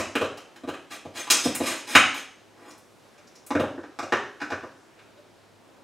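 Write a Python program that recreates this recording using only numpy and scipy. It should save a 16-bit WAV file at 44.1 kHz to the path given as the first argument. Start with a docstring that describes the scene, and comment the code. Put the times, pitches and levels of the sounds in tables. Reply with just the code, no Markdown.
"""A plastic lid is knocked, slid and locked onto a steel mixing bowl, then a small plastic cup is seated in it.
Each blow thuds in the hollow machine base, rings the plastic and cracks on the rim: noise through resonances.
Sliding is uneven friction noise that sings in the steel; faint finger ticks and thin bright snaps fall between.
A tiled kitchen answers every contact with a dense echo, over a faint wavering hum and flickering room noise.
The microphone is a camera's, a few metres away, in stereo."""
import sys
import numpy as np
from scipy import signal
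from scipy.fft import rfft, irfft, next_fast_len
from scipy.io import wavfile
from scipy.ndimage import uniform_filter1d

SR = 44100
rng = np.random.default_rng(int(sys.argv[2]) if len(sys.argv) > 2 else 0)


def dump(signal):
    """Clip the signal to [-1, 1] and save it as 16-bit WAV at the path in sys.argv[1]."""
    limited = np.clip(np.atleast_2d(signal).T, -1, 1)
    pcm = np.round(limited * 32767).astype(np.int16)
    wavfile.write(sys.argv[1], SR, pcm)


N = 257147
LEAD = 4096  # samples that run before time zero

# Resonances of the hollow machine base: centre_hz, width_hz, level_db (relative)
BASE_MODES = [(91.6, 25, -13.5), (179, 110, -15), (277, 50, 1), (309.7, 44, -1), (338.4, 42, 1.5),
              (423, 243, -2), (577, 146, 1), (730, 100, -8.5)]
# Resonance of the machine housing: centre_hz, width_hz, level_db (relative)
HOUSING_MODES = [(578, 12, 0)]
# Resonances of the lid's locking lugs: centre_hz, width_hz, level_db (relative)
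LUG_MODES = [(2550, 1100, -2), (3000, 590, 0), (2960, 170, -1.5), (3850, 270, -4)]
# Resonances of the cup's lip: centre_hz, width_hz, level_db (relative)
LIP_MODES = [(2210, 290, -0.1), (2970, 640, 0.8), (3290, 2200, -4.3), (3555, 340, 0.12)]
# Resonances of the steel bowl when rubbed: centre_hz, width_hz, level_db (relative)
BOWL_MODES = [(2370, 50, -1), (2780, 50, -6), (3310, 80, -3), (3660, 50, -2), (5110, 50, -2),
              (5370, 45, -6), (5600, 40, -6), (6290, 60, 0), (6870, 70, -3), (7800, 45, -4), (8100, 70, -8),
              (8580, 60, -1), (9510, 45, -5), (10150, 60, -11), (10900, 60, -13), (11500, 60, -12),
              (12200, 50, -14), (13060, 55, -15), (13400, 90, -16), (14280, 70, -17), (15350, 60, -19)]

# Every tick and snap shares these pitches and this rattle decay
TICK_THUD_HZ, TICK_DOME_HZ, TICK_RATTLE_MS = 583, 1400, 4.3


def amp(db):
    """Amplitude ratio of a level in dB."""
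    return 10 ** (np.asarray(db) / 20)


def unit(x):
    """Scale a signal or spectrum to an RMS of 1."""
    return x / np.sqrt(np.mean(np.abs(x) ** 2))


def on_log(table, hz):
    """A (Hz, value) table read on a log-frequency axis."""
    table_hz, value = np.transpose(table)
    return np.interp(np.log(np.maximum(hz, 1)), np.log(table_hz), value)


def peak(f, hz, width):
    """Response of one resonance, gain 1 at its centre."""
    return 1j * f * width / (hz ** 2 - f ** 2 + 1j * f * width)


def body(f, modes, db=0):
    """Sum of modes of alternating sign; db says how well this contact point drives each."""
    hz, width, top_db = np.transpose(modes)
    sign = (-1.) ** np.arange(len(hz))
    return (sign * amp(top_db + db)) @ peak(f, hz[:, None], width[:, None])


def walk(rate, count):
    """Random levels held 1 / rate s and slewed; spread near 1.3."""
    k = int(SR / rate)
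    steps = np.repeat(rng.standard_normal(count // k + 1), k)
    return 1.59 * uniform_filter1d(steps, k)[:count]


def causal(magnitude):
    """The shortest response with a given magnitude spectrum, from its folded cepstrum."""
    cepstrum = irfft(np.log(magnitude + 1e-9))
    cepstrum[1:len(magnitude) - 1] *= 2
    cepstrum[len(magnitude):] = 0
    return np.exp(rfft(cepstrum))


def knocks(table, hollow, edge, steel_db, spread, edge_db, edge_share, crack_hz=5640):
    """Each blow, with a short rattle after it, drives the hollow below, the plastic dome, its edge and the rim."""
    # Resonances of the plastic dome: centre_hz, width_hz, level_db (relative)
    dome_modes = [(738, 76, 2), (1096, 240, -2.5), (1347, 374, -1.95), (1784, 270, -4.5)]
    struck_width = .4  # a struck bowl rings longer than a rubbed one: share of the mode widths
    struck_bowl = np.multiply(BOWL_MODES, [1, struck_width, 1])
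    rattle_db, scatter_db = -6, 2
    edge_db_per_octave = 4  # a blow near the edge rings the dome higher and shakes the edge more
    size = 8192
    out, t = np.zeros(LEAD + N + size), np.arange(size) / SR
    f = np.arange(size // 2 + 1) * SR / size
    soft = 1 / (1 + 1j * f / 3500) ** 2  # plastic contact lasts too long to pass much treble
    for s, thud_db, dome_db, hard_db, thud_hz, dome_hz, rattle_ms in table:
        # the harder the contact, the more the crack and, in part, the edge stand out over the dome
        crack_db = dome_db + hard_db
        lugs_db = dome_db + edge_db + edge_share * hard_db + edge_db_per_octave * np.log2(dome_hz / 1000)
        rattle = rfft(rng.standard_normal(size) * np.exp(-1000 * t / max(rattle_ms, .5)))
        force = 1 + amp(rattle_db) * unit(rattle)
        # every blow lands elsewhere and drives the modes differently
        where = scatter_db * rng.standard_normal((4, 32))
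        thud, dome, lugs, steel = (body(f, modes, db[:len(modes)]) for modes, db in
                                   zip((hollow, dome_modes, edge, struck_bowl), where))
        # the spot that is struck favours the modes near one pitch
        thud = thud * soft * (peak(f, thud_hz, 0.18 * thud_hz) + amp(-5.5)) / (1 + 1j * f / 800)
        dome = dome * soft * peak(f, dome_hz, 0.53 * dome_hz)
        # a harder crack on the rim rings the steel more
        ring = amp(steel_db + 0.64 * crack_db) * unit(steel)
        crack = peak(f, crack_hz, spread * crack_hz) ** 2 * (1 + ring)
        crack = crack / (1 + 1j * f / (5.9 * crack_hz)) ** 2
        # the parts radiate independently, so their powers add
        parts = (thud_db, thud), (dome_db, dome), (lugs_db, lugs * soft), (crack_db, crack)
        power = sum(np.abs(amp(db) * unit(h)) ** 2 for db, h in parts)
        blow = force * causal(np.sqrt(power))
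        i = LEAD + int(s * SR)
        out[i:i + size] += irfft(blow, size) * amp(26.5)
    return out[:LEAD + N]


def lid_knocks():
    """The lid strikes the bowl and base, with the lugs shaken along its edge."""
    # Blows of the lid: start_s, thud_db, dome_db, crack_over_dome_db, thud_hz, dome_hz, rattle_ms (levels relative)
    blows = [(-.03, -15.5, -24, -2.5, 364, 1310, 9.5), (0.154, -14, -24.5, -8.5, 405, 1850, 2.7),
             (0.213, -16, -27, -14, 374, 1030, 11), (0.242, -40, -33, -16, 350, 1040, 4.6),
             (0.374, -47, -40.5, -6, 450, 910, 4), (0.561, -50, -49.5, -3.5, 355, 1650, 4),
             (0.636, -31.5, -44.5, -18.5, 265, 1123, 5.8), (0.676, -27, -40.5, -12.5, 315, 945, 4.8),
             (0.687, -31, -34.5, -11.5, 393, 1026, 4), (0.739, -41.5, -40, -12.5, 280, 1805, 3.4),
             (1.053, -33.5, -43.5, -18.5, 260, 813, 3), (1.272, -41, -35.5, -13, 325, 921, 1.8),
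             (1.302, -28, -21.5, 6.5, 354, 1292, 6.4), (1.307, -40.5, -31.5, 18, 300, 1315, 12),
             (1.455, -16.5, -33, -20, 251, 1050, 11), (1.604, -18.5, -30.5, -13.5, 293, 784, 2.2)]
    return knocks(blows, BASE_MODES, LUG_MODES, steel_db=1, spread=0.98, edge_db=-2.0, edge_share=0.29)


def kitchen(dry):
    """Direct sound, strong echoes off the tiles nearby, then a dense tail that dies band by band; mid and side."""
    # Decay and strength of the kitchen's echo: centre_hz, t60_s, echo_db (relative)
    room_bands = [(61.4, 0.26, -5), (162, 0.41, 1), (350, 0.45, -6.5), (950, 0.48, -1), (3000, 0.53, -1),
                  (7000, 0.54, -2.5), (14100, 0.16, -2.5)]
    # Stereo width of the echo: centre_hz, side_minus_mid_db
    echo_side = [(40, -13), (90, -26.5), (350, -31), (700, -30), (1400, -22), (2800, -19), (6000, -13),
                 (10000, -16), (15000, -27)]
    direct_db = -11.5  # against the whole mid echo
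    gap_ms, build_ms = 0.73, 1.6  # the first echoes arrive almost at once
    tiles_db, tiles_ms = 4, 14
    t = np.arange(int(.8 * SR)) / SR
    onset = 1 - np.exp(-np.maximum(1000 * t - gap_ms, 0) / build_ms)
    shape = onset * (1 + amp(tiles_db) * np.exp(-1000 * t / tiles_ms))
    f = np.arange(len(t) // 2 + 1) * SR / len(t)
    room_hz, t60, echo_db = np.transpose(room_bands)
    tail = 0
    for hz in 50 * 2 ** np.arange(0, 8.7, 1 / 3):
        band = irfft(rfft(rng.standard_normal((2, len(t)))) * peak(f, hz, hz / 3) ** 2, len(t))
        band = band * shape * np.exp(-np.log(1000) * t / on_log(np.c_[room_hz, t60], hz))
        # before its echo level, each band carries energy in proportion to its width
        band = band * np.sqrt(hz / np.sum(band ** 2, axis=1, keepdims=True))
        side_db = np.array([[0], [on_log(echo_side, hz)]])
        tail = tail + band * amp(on_log(np.c_[room_hz, echo_db], hz) + side_db)
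    tail = tail / np.sqrt(np.sum(tail[0] ** 2))
    tail[0, 0] += amp(direct_db)
    return signal.fftconvolve(dry[None], tail, axes=1)[:, LEAD:LEAD + N]


def air():
    """Room and microphone noise whose bands flicker a little, and a wavering hum; mid and side."""
    # Spectrum of the room and microphone noise: centre_hz, density_db (relative, per Hz)
    air_spectrum = [(15, -47), (25, -21.5), (70, -12.5), (87, -10.5), (242, -3.5), (344, -1), (416, -2.5),
                    (451, -4), (560, -3), (714, -5), (1130, -9), (1700, -12.5), (1940, -14), (16000, -28)]
    # Stereo width of that noise: centre_hz, side_minus_mid_db
    air_side = [(60, -4), (110, -2.5), (200, -1), (380, -5.5), (700, -8.5), (1290, -9), (2380, -5.5),
                (4400, -9), (8120, -15), (15000, -5.5)]
    air_db, dull_hz = -56, 12500
    hum_hz, hum_width_hz, hum_db = 104.8, 6, -72.5
    flicker_scale_db, flicker_per_s = 1.2, 8  # nearly steady
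    size = next_fast_len(N)
    f = np.arange(size // 2 + 1) * SR / size
    noise = rfft(rng.standard_normal((2, size))) * amp(on_log(air_spectrum, f)) / (1 + (f / dull_hz) ** 4)
    out = 0
    for hz in 30 * 2 ** np.arange(0, 9.6, .5):
        band = irfft(noise * np.abs(peak(f, hz, hz / 2)) ** 2, size)[:, :N]
        flicker = amp(flicker_scale_db * walk(flicker_per_s, N))
        out = out + band * flicker * amp([[0], [on_log(air_side, hz)]])
    # narrow-band noise is heard as a tone that wavers
    hum = rfft(rng.standard_normal(size)) * peak(f, hum_hz, hum_width_hz) ** 2
    hum = unit(irfft(hum, size)[:N])
    return out / np.std(out[0]) * amp(air_db) + amp(hum_db) * hum * [[1], [.1]]


def friction(table, steel_db, dull_hz=30000):
    """Uneven friction noise: a broad rub, and a few shifting contact spots that each excite other steel modes."""
    # Broad noise of sliding: centre_hz, density_db (relative, per Hz)
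    rub_spectrum = [(150, -20.5), (300, 3.5), (1000, -2), (2500, -1.5), (4300, -7.5), (6500, -10),
                    (10000, -15.5), (16000, -29)]
    scatter_db, shift_db, spots = 3, 5, 3
    size = 32768
    out, f = np.zeros(LEAD + N), np.arange(size // 2 + 1) * SR / size
    ms = 1000 * np.arange(size) / SR
    rub = unit(amp(on_log(rub_spectrum, f)) / (1 + (f / dull_hz) ** 2))
    for s, rise_ms, hold_ms, fall_ms, db in table:
        # the pressure builds, holds, then dies away
        shape = np.minimum(ms / rise_ms, 1) ** 1.3 * np.exp(-np.maximum(ms - rise_ms - hold_ms, 0) / fall_ms)
        push = amp(db) * shape * amp(2.95 * walk(150, size))
        sound = rub * rfft(rng.standard_normal(size) * push)
        for _ in range(spots):
            steel = unit(body(f, BOWL_MODES, scatter_db * rng.standard_normal(len(BOWL_MODES))))
            spot = rng.standard_normal(size) * push * amp(shift_db * walk(25, size))
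            sound = sound + amp(steel_db) * steel * rfft(spot) / np.sqrt(spots)
        i = LEAD + int(s * SR)
        out[i:i + size] += irfft(sound, size)
    return out


def lid_slides():
    """The lid slides on the rim, and friction sets the steel singing."""
    # Slides of the lid: start_s, rise_ms, hold_ms, fall_ms, level_db (relative)
    strokes = [(.893, 20, 2.3, 21, -33.5), (1.128, 34, 22, 30, -36), (1.31, 8, 25, 50, -29),
               (1.425, 16.6, 3, 54, -32.5), (1.6, 68, 10, 56, -30), (1.865, 12, 78, 4, -34),
               (2.125, 34, 9.7, 26, -37)]
    return friction(strokes, steel_db=-7)


def snaps():
    """Small catches snap thin and bright, mostly as a high crack."""
    # Snaps of small catches: start_s, housing_db, dome_db, crack_over_dome_db (levels relative)
    catches = [(1.55, -54, -35.5, 8.1), (2.778, -77, -71.5, 14.5), (3.465, -70, -59.5, 17.3),
               (3.599, -70, -63, 14.6)]
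    blows = [(*row, TICK_THUD_HZ, TICK_DOME_HZ, TICK_RATTLE_MS) for row in catches]
    return knocks(blows, HOUSING_MODES, LIP_MODES, steel_db=-2.0, spread=0.7, edge_db=-2.5,
                  edge_share=0.26, crack_hz=8800)


def lid_lock():
    """The lid locks, mostly on its lugs."""
    # The locking blow: start_s, thud_db, dome_db, crack_over_dome_db, thud_hz, dome_hz, rattle_ms (levels relative)
    blow = [(1.952, -14, -8, -9.5, 287.5, 1450, 4.5)]
    return knocks(blow, BASE_MODES, LUG_MODES, steel_db=3, spread=1.0, edge_db=-0.5, edge_share=0)


def hand_brush():
    """A hand brushes the bowl: a duller rub that rings the steel less."""
    # The brush: start_s, rise_ms, hold_ms, fall_ms, level_db (relative)
    stroke = [(2.5, 123, 63, 61, -51)]
    return friction(stroke, steel_db=-16.5, dull_hz=1500)


def finger_ticks():
    """Fingers tick faintly on the housing and ring its one resonance."""
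    # Finger ticks: start_s, housing_db, dome_db, crack_over_dome_db (levels relative)
    touches = [(2.706, -77.5, -63.5, 16.5), (3.18, -49.5, -62, 3.5), (3.273, -71.5, -67.5, 13),
               (3.355, -75, -67, 17.5), (4.99, -75.5, -52, -16), (5.175, -45, -62, -5.5)]
    blows = [(*row, TICK_THUD_HZ, TICK_DOME_HZ, TICK_RATTLE_MS) for row in touches]
    return knocks(blows, HOUSING_MODES, LIP_MODES, steel_db=-2.0, spread=0.49, edge_db=0.5, edge_share=.15)


def cup_knocks():
    """The cup is seated in the lid: its lip rings and the steel answers less."""
    # Blows of the cup: start_s, thud_db, dome_db, crack_over_dome_db, thud_hz, dome_hz, rattle_ms (levels relative)
    blows = [(3.506, -24, -24, -18.5, 290, 850, 2.2), (3.552, -17, -26, -18, 298, 1480, 3.4),
             (3.597, -20.5, -27.5, -15, 574, 1270, 1.2), (3.634, -29, -28.5, -51, 273, 930, 3.8),
             (3.778, -32, -42, -43, 341, 1430, 4.7), (3.834, -38, -40, -21.5, 290, 1030, 7.1),
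             (3.989, -25.5, -26.5, -13.5, 320, 840, 1.1), (4.029, -29, -38.5, -6.5, 546, 1240, 2.4),
             (4.123, -18, -17, -20, 375, 1430, 32), (4.403, -50, -38, -15.5, 327, 1700, 3.5),
             (4.416, -31, -28, -17.5, 294, 1610, 19), (4.503, -38, -31, -15.5, 562, 806, 3.3),
             (4.52, -25.5, -26, -22, 463, 1630, 6.3), (4.633, -33, -37.5, -25, 592, 950, 5.9)]
    return knocks(blows, BASE_MODES, LIP_MODES, steel_db=-8, spread=0.47, edge_db=0.5, edge_share=.65)


def scene():
    """All contacts through the kitchen, over its noise, as left and right."""
    contacts = lid_knocks() + lid_slides() + snaps() + lid_lock()
    contacts = contacts + hand_brush() + finger_ticks() + cup_knocks()
    mid, side = kitchen(contacts) + air()
    return np.array([mid + side, mid - side])


def record(dry):
    """The camera rounds the loudest peaks and cuts the top."""
    top_hz = 15800
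    rounded = np.tanh(dry)
    return signal.sosfilt(signal.ellip(8, .2, 70, top_hz, fs=SR, output="sos"), rounded)


dry = scene()
out = record(dry)
dump(out)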